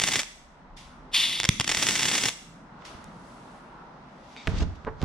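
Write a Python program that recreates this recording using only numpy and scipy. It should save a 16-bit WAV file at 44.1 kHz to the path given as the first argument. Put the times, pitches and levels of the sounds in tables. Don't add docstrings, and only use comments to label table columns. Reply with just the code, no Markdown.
import sys
import numpy as np
from scipy import signal
from scipy.fft import rfft, irfft
from scipy.io import wavfile
from scipy.ndimage import uniform_filter1d

SR = 44100
rng = np.random.default_rng(int(sys.argv[2]) if len(sys.argv) > 2 else 0)


def makeup_ratio(level_db):
    decades = np.asarray(level_db, float) / 20
    return 10 ** decades


def to_wav(sig):
    pcm = np.clip(np.atleast_2d(sig), -1, 1) * 32767
    pcm = np.round(pcm).astype(np.int16)
    wavfile.write(sys.argv[1], SR, pcm.T)


N = 222264
T = np.arange(N) / SR
HZ = np.fft.rfftfreq(4096, 1 / SR)


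# start in seconds, level of the first
# snap in dB, level of the cluster in dB, length of the cluster in milliseconds.
STRIKES = [(0.0, -0.5, -23.5, 1.7), (0.0165, -3, -23, 6.9), (0.037, -3.5, -19.5, 6.2),
           (0.0524, -12.5, -34, 1.5), (0.0862, -1, -25.5, 6.6), (0.1172, -20, -25.5, 11),
           (0.1334, -13, -23.5, 13.4), (0.1573, 1, -26.5, 14.5), (0.1916, -8, -25.5, 15.4),
           (0.2173, -18, -31.5, 1.5), (0.2328, -10.5, -37.5, 2.2), (1.401, 2, -22, 1),
           (1.433, -3, -26, 1.7), (1.442, -0.5, -20.5, 1.2), (1.4509, -20, -23, 7),
           (1.4901, 8, -12.5, 2.44), (1.599, 0, -16.5, 2.2), (1.608, -6, -22.5, 6.9),
           (1.6434, -11.5, -27, 5.2), (1.6762, -10, -21, 4.6), (1.693, 1.5, -25, 12),
           (1.7154, -1.5, -23.5, 9.6), (1.7482, 0.5, -33, 8.4), (1.7707, -7, -20.5, 6.3),
           (1.8267, 0, -24, 12), (1.8684, 2, -31, 7.8), (1.887, -3, -21, 8), (1.9547, -1.5, -25, 11.4),
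           (1.9928, -5, -26, 5.7), (2.0315, -1, -25, 3.8), (2.0542, -3, -21.5, 8), (2.0832, -7, -22.5, 9.5),
           (2.115, -2.5, -27, 10), (2.1315, -8, -28.5, 21), (2.1523, -3, -25.5, 10.4), (2.1795, -5, -23, 8),
           (2.2346, -16.5, -20.5, 6.9), (2.2549, -16.5, -20.5, 7.3), (2.2849, -2.5, -28, 9)]
# time it has settled in seconds, time the wire
# stops in seconds, level of the sizzle in dB, level of the low roar in dB.
WELDS = [(0.077, 0.197, -33, -41.5), (1.797, 2.285, -31.5, -40.5)]
SETTLE_S, SETTLE_DB, QUENCH_S = 0.13, -9, 0.081
THUMP_DB, THUMP_SLOPE = 29.5, 2.96

VALVE_S, OPENING_S, SURGE_DB, SAG_S, FLOW_DB = 1.1455, 0.03, -19.5, 0.5, -35.5
FIRST_STRIKE_S, ARC_HISS_DB, BLEED_S = 1.41, -48, 0.067

# frequency in Hz, level per Hz in dB.
SPARK_TONE = [(180, -31.5), (300, -3), (492, -6.5), (892, -6), (1330, -4), (2000, -2.5), (2400, -2.5),
              (3400, -1.5), (5050, -3), (5480, -2), (8560, -12), (9760, -18.5), (15500, -25)]
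# frequency in Hz, level per Hz in dB.
JET_TONE = [(350, -43.5), (600, -26.5), (1150, -17.5), (1530, -21.5), (2100, -12), (3000, -5.5),
            (3700, -2.5), (4500, -7), (6000, -18), (8200, -24), (9760, -26.5), (12000, -27), (15500, -45.5)]
# frequency in Hz, width in Hz, lift in dB.
HOUSING = [(873, 150, 3.5), (2068, 370, 6.5), (2770, 220, 4.5), (3423, 340, 6), (4700, 120, 4.5),
           (5400, 180, 5.5), (6400, 590, 7), (7800, 380, 11.5), (9505, 300, 15.5)]
# frequency in Hz, gap in dB.
PORT_DB = [(1000, 0.5), (3500, 2), (5000, -2.5), (6500, -6), (8300, 4), (9600, 8), (11000, 11), (15000, 7)]
# frequency in Hz, lead in radians.
PORT_RAD = [(0, 0.5), (4500, 0.32), (6000, 1.23), (7000, 6), (9000, -0.5), (10000, 8.13), (12000, 1),
            (16000, 3.5)]

GARAGE_T60_S, GARAGE_DB = 0.61, -13.5
# time in seconds, then levels in dB of the high layer (above about 300 Hz), the middle layer (about 100 to
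# 300 Hz) and the low layer (below about 100 Hz).
BACKGROUND = [(0, -60, -43, -47), (0.301, -57, -62, -60), (.75, -53, -54, -51), (1.45, -48, -49.5, -57),
              (1.55, -71, -45, -49), (2.3, -54, -55.5, -59), (2.95, -48, -48.5, -59),
              (4.2, -49.5, -52.5, -60.5), (5.04, -51.5, -52.5, -67)]
# frequency in Hz, level per Hz in dB.
YARD_TONE = [(15, -34), (25, -9), (54, -11), (76, -26.5), (147, 0), (237, -1), (400, -14.5), (1020, -7),
             (1500, -15.5), (2600, -29), (5840, -37.5), (14000, -80.5)]
# frequency in Hz, likeness (1 is the same, 0 or less
YARD_ALIKE = [(60, 0.87), (130, 0.93), (290, 0.98), (640, 0.64), (1410, 0.21), (3100, -0.13), (6820, -0.15),
              (15000, 0.2)]

# loudest moment in
# seconds, level of the dull band in dB, level of the bright band in dB.
PUFFS = [(0.77, -47, -55.5), (2.852, -46.5, -55.5)]
PUFF_RISE_S, PUFF_FALL_S = 0.012, 0.4
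# loudest moment in seconds, rise in seconds, fall in seconds, level of the
# dull band in dB, level of the bright band in dB.
RUBS = [(2.82, 0.11, 0.24, -61.5, -89), (3.3, 0.79, 1.1, -63, -67), (3.58, 1.5, 0.34, -76, -73),
        (4.35, 0.66, 0.068, -56, -67.5), (4.372, 0.02, 0.76, -50.5, -93), (4.49, 0.088, 0.11, -52, -56),
        (4.56, 0.2, .15, -49, -78), (4.587, 0.058, .03, -40, -75), (4.608, 0.032, .03, -41, -73),
        (4.628, .04, .03, -39, -58), (4.755, 0.018, 0.043, -59, -69), (4.86, 0.44, 0.17, -69, -86),
        (5.025, 0.08, .3, -48, -64)]

# start in seconds, level in dB, pitch in Hz.
TICKS = [(2.823, -32.5, 2200), (2.853, -23, 4450), (3.043, -25, 8050), (4.365, -22.5, 2320),
         (4.473, -6.5, 2520), (4.477, -7.5, 1800), (4.619, -38, 2500), (4.849, -25.5, 2100),
         (5.0168, -20, 3360), (5.027, -20, 3930)]
# start in seconds, clack on the panel in dB, thud in the frame in dB.
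KNOCKS = [(2.949, -65, -38), (4.365, -40.5, -70), (4.472, -20, -34), (4.481, -34, -15.5), (4.619, -25, -16),
          (4.847, -60, -33), (4.869, -22.5, -59), (4.873, -22, -43), (5.0183, -35.5, -38),
          (5.031, -55, -15)]
# pitch in Hz, level in dB, time to fade by 60 dB in seconds.
FRAME_MODES = [(67.2, -18, 1), (85.5, -11, 0.46), (154, -3, 0.036), (196, 4, 0.013)]
# pitch in Hz, level in dB, time to fade by 60 dB in seconds.
PANEL_MODES = [(261, 3, 0.11), (440, 7.5, 0.15), (652, 5.5, 0.1), (835, -14, 0.084), (970, 9, 0.022),
               (1564, 3, 0.056), (2100, -23, 0.03)]
# start of full strength in seconds, length in seconds, low shaking
# in dB, scrape at roughly 0.2 to 1.5 kHz in dB.
DRAGS = [(4.476, 0.1, -31, -47), (4.602, 0.033, -32.5, -43.5), (4.874, 0.014, -38.5, -35.5),
         (5.02, 0.016, -34, -40)]
GRIP_S, SHAKE_FALL_S, SCRAPE_FALL_S = 0.027, 0.26, 0.039

SLIDE_S, SLIDE_LENGTH_S, SLIDE_DB = 4.372, 0.041, -54
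# frequency in Hz, width in Hz, level in dB.
SLIDE_RINGS = [(2300, 300, 4), (3700, 200, -0.5), (4600, 160, -5.5)]


def unit(x):
    return x / np.sqrt(np.mean(x ** 2))


def on_hz(table, hz):
    f, value = np.transpose(table)
    return np.interp(np.log(hz + 1), np.log(f + 1), value)


def band(x, lo_hz, hi_hz):
    edges = [lo_hz, min(hi_hz, .45 * SR)]
    return signal.sosfilt(signal.butter(2, edges, "band", fs=SR, output="sos"), x)


def swell(s, rise_s, hold_s, fall_s, from_db=-40):
    corners = s + np.cumsum([-rise_s, rise_s, hold_s, fall_s])
    return makeup_ratio(np.interp(T, corners, [from_db, 0, 0, -40], -200, -200))


def walk(rate):
    hold = int(SR / rate)
    steps = np.repeat(rng.standard_normal(N // hold + 1), hold)
    return unit(uniform_filter1d(uniform_filter1d(steps, hold), hold)[:N])


def sparks(rate, spread_db, pull):
    gap, sign, size = rng.random((int(2 * rate * N / SR), 3)).T
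    when = np.cumsum((.25 + 1.5 * gap) * SR / rate).astype(int)
    clicks = np.zeros(when[-1] + 1)
    loudness_db = spread_db * np.minimum(-np.log(size), 4)
    clicks[when] = np.where(sign < pull, -1., 1.) * makeup_ratio(loudness_db)
    return unit(clicks[:N])


def thump(hz, t60):
    t = T[:8000]
    return np.sin(2 * np.pi * hz * t) * makeup_ratio(-60 * t / t60)


def modes(table):
    return sum(makeup_ratio(db) * thump(hz, t60) for hz, db, t60 in table)


def causal(db, side_db=0, rad=0):
    cepstrum = irfft(db * np.log(10) / 20)
    cepstrum[1:2048] *= 2
    cepstrum[2049:] = 0
    gain = np.exp(rfft(cepstrum))
    energy = np.mean(np.abs(gain) ** 2)
    response = irfft(gain * makeup_ratio(side_db) * np.exp(1j * rad)) / np.sqrt(energy)
    return np.roll(response, 32)[:2048]


def through(x, response):
    return signal.fftconvolve(x, response)[32:N + 32]


def housing():
    return sum(lift * np.exp(-((HZ - f) / width) ** 2) for f, width, lift in HOUSING)


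def ports(x, tone):
    db = on_hz(tone, HZ) + housing()
    side_db = on_hz(PORT_DB, HZ) / 2
    rad = np.interp(HZ, *np.transpose(PORT_RAD)) / 2
    return np.array([through(x, causal(db, side_db, rad)), through(x, causal(db, -side_db, -rad))])


def arc():
    snaps, cluster, push = np.zeros(N), np.zeros(N), np.zeros(N)
    for s, snap_db, cluster_db, ms in STRIKES:
        i = int(s * SR)
        t = T[:2000] * 1000 / max(ms, .3)
        snaps[i] -= makeup_ratio(snap_db)
        cluster[i:i + 2000] += makeup_ratio(cluster_db) * np.exp(-t ** 4)
        push[i] += makeup_ratio(THUMP_DB + THUMP_SLOPE * cluster_db)

    bed, roar = sum(makeup_ratio(np.array(dbs))[:, None] * swell(s, SETTLE_S, stop - s, QUENCH_S, from_db=SETTLE_DB)
                    for s, stop, *dbs in WELDS)
    bed = bed * makeup_ratio(1.6 * walk(90))

    cracks = snaps + cluster * sparks(650., 1.5, .6) + 1.1 * bed * sparks(380., 2.5, .8)
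    cracks = signal.lfilter([.85], [1, -.4], cracks)
    fizz = (0.11 * cluster + 0.6 * bed) * rng.standard_normal((3, N))
    high_fizz = np.array([ports(band(fizz[1 + k], 6000., 18000.), SPARK_TONE)[k] for k in range(2)])

    swing = thump(140., 0.018) * (1 - np.exp(-T[:8000] / 0.0034))
    swing = swing + 0.0086 * thump(110., 0.36)
    low = signal.fftconvolve(push, swing / np.abs(swing).max())[:N]
    low = low + roar * unit(band(rng.standard_normal(N), 110., 302.))
    return ports(cracks + fizz[0], SPARK_TONE) + 2.54 * high_fizz + low


def gas():
    surge = makeup_ratio(SURGE_DB) * swell(VALVE_S, OPENING_S, 0, SAG_S)
    steady = makeup_ratio(FLOW_DB) * (T > VALVE_S)
    hiss = (surge + steady) * swell(0, 0, FIRST_STRIKE_S, .04)
    for start, (_, stop, *_) in zip((0, FIRST_STRIKE_S), WELDS):
        hiss = hiss + makeup_ratio(ARC_HISS_DB) * swell(start, .01, stop - start, BLEED_S)
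    jet = rng.standard_normal(N)
    jet = jet + 0.92 * band(jet, 3420., 3550.) + 1.4 * band(jet, 3770., 3850.)
    return ports(hiss * makeup_ratio(1.1 * walk(170)) * jet, JET_TONE)


def garage(x):
    t = T[:30000]
    echoing = band(x, 270., 14000.)
    echoes = []
    for channel in echoing:
        build_up = np.clip((t - .004) / 0.016, 0, 1)
        tail = rng.standard_normal(len(t)) * makeup_ratio(-60 * t / GARAGE_T60_S) * build_up
        echoes.append(signal.fftconvolve(channel, tail / np.sqrt(np.sum(tail ** 2)))[:N])
    return np.array(echoes)


def yard():
    s, *levels_db = np.transpose(BACKGROUND)
    high, middle, low = (makeup_ratio(np.interp(T, s, db)) for db in levels_db)
    layers = np.zeros((3, 2, N))
    for hz in 28 * 2 ** np.arange(0, 9, .5):
        common, opposed = (unit(band(rng.standard_normal(N), hz / 1.18, hz * 1.18)) for _ in range(2))
        alike = np.clip(on_hz(YARD_ALIKE, hz), 0, .98)
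        pair = np.sqrt(1 + alike) * common + np.sqrt(1 - alike) * opposed * np.array([[1], [-1]])
        level = makeup_ratio(on_hz(YARD_TONE, hz) + 1.5 * walk(8)) * np.sqrt(hz)
        layers[int(hz > 100) + int(hz > 330)] += level * pair
    return low * unit(layers[0]) + middle * unit(layers[1]) + high * unit(layers[2])


def rustle():
    rows = RUBS + [(s, PUFF_RISE_S, PUFF_FALL_S, *dbs) for s, *dbs in PUFFS]
    dull, bright = sum(makeup_ratio(np.array(dbs))[:, None] * swell(s, rise, 0, fall) for s, rise, fall, *dbs in rows)
    shared = sparks(6000., 3.9, .5)
    out = []
    for _ in range(2):
        own = sparks(6000., 1.5, 0.69)
        grains = through(shared + 1.6 * own, causal(0.574 * housing()))
        dull_grains = band(band(grains, 1700., 5200.), 1200., 8000.)
        bright_grains = band(band(grains, 5400., 11000.), 5400., 11000.)
        out.append(dull * unit(dull_grains) + bright * unit(bright_grains))
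    return np.array(out)


def frame():
    ticks, clack, thud = np.zeros((3, N + 400))
    for s, tick_db, tick_hz in TICKS:
        i = int(s * SR)
        ticks[i:i + 400] += makeup_ratio(tick_db) * thump(tick_hz, 4.1 / tick_hz)[:400]
    for s, clack_db, thud_db in KNOCKS:
        i = int(s * SR)
        clack[i] = makeup_ratio(clack_db)
        thud[i] = makeup_ratio(thud_db)

    ring = np.convolve(modes(FRAME_MODES), np.hanning(90))
    panel = np.convolve(modes(PANEL_MODES), np.hanning(9))
    clacks = signal.fftconvolve(clack, panel / np.abs(panel).max())[:N]
    thuds = signal.fftconvolve(thud, ring / np.abs(ring).max())[:N]

    shaking = sum(makeup_ratio(db) * swell(s, GRIP_S, length, SHAKE_FALL_S) for s, length, db, _ in DRAGS)
    scraping = sum(makeup_ratio(db) * swell(s, GRIP_S, length, SCRAPE_FALL_S) for s, length, _, db in DRAGS)
    shake = shaking * unit(signal.fftconvolve(rng.standard_normal(N), thump(84., 0.016))[:N])
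    scrape = scraping * unit(band(band(sparks(2500., 0.94, .5), 225., 1530.), 220., 1470.))

    body = thuds + shake + scrape
    wobble = shaking * makeup_ratio(-1.) * unit(band(rng.standard_normal(N), 38., 94.))
    return band(ticks[:N], 620., 9000.) + clacks + np.array([body + wobble, makeup_ratio(6.) * body - wobble])


def slide():
    grains = sparks(3000., 2.3, 0.39)
    rings = sum(makeup_ratio(db) * unit(band(grains, hz - width / 2, hz + width / 2)) for hz, width, db in SLIDE_RINGS)
    return makeup_ratio(SLIDE_DB) * swell(SLIDE_S, 0.041, SLIDE_LENGTH_S, 0.14) * rings


def scene():
    near = arc() + gas() + rustle() + slide() + frame()
    return near + makeup_ratio(GARAGE_DB) * garage(near) + yard()


def roll_off(x):
    return signal.sosfilt(signal.butter(12, 15750, fs=SR, output="sos"), x)


def record(dry):
    trimmed = signal.sosfilt(signal.butter(1, 20., "high", fs=SR, output="sos"), dry)
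    mix = np.tanh(1.237 * trimmed) / 1.337
    return roll_off(mix)


dry = scene()
out = record(dry)
to_wav(out)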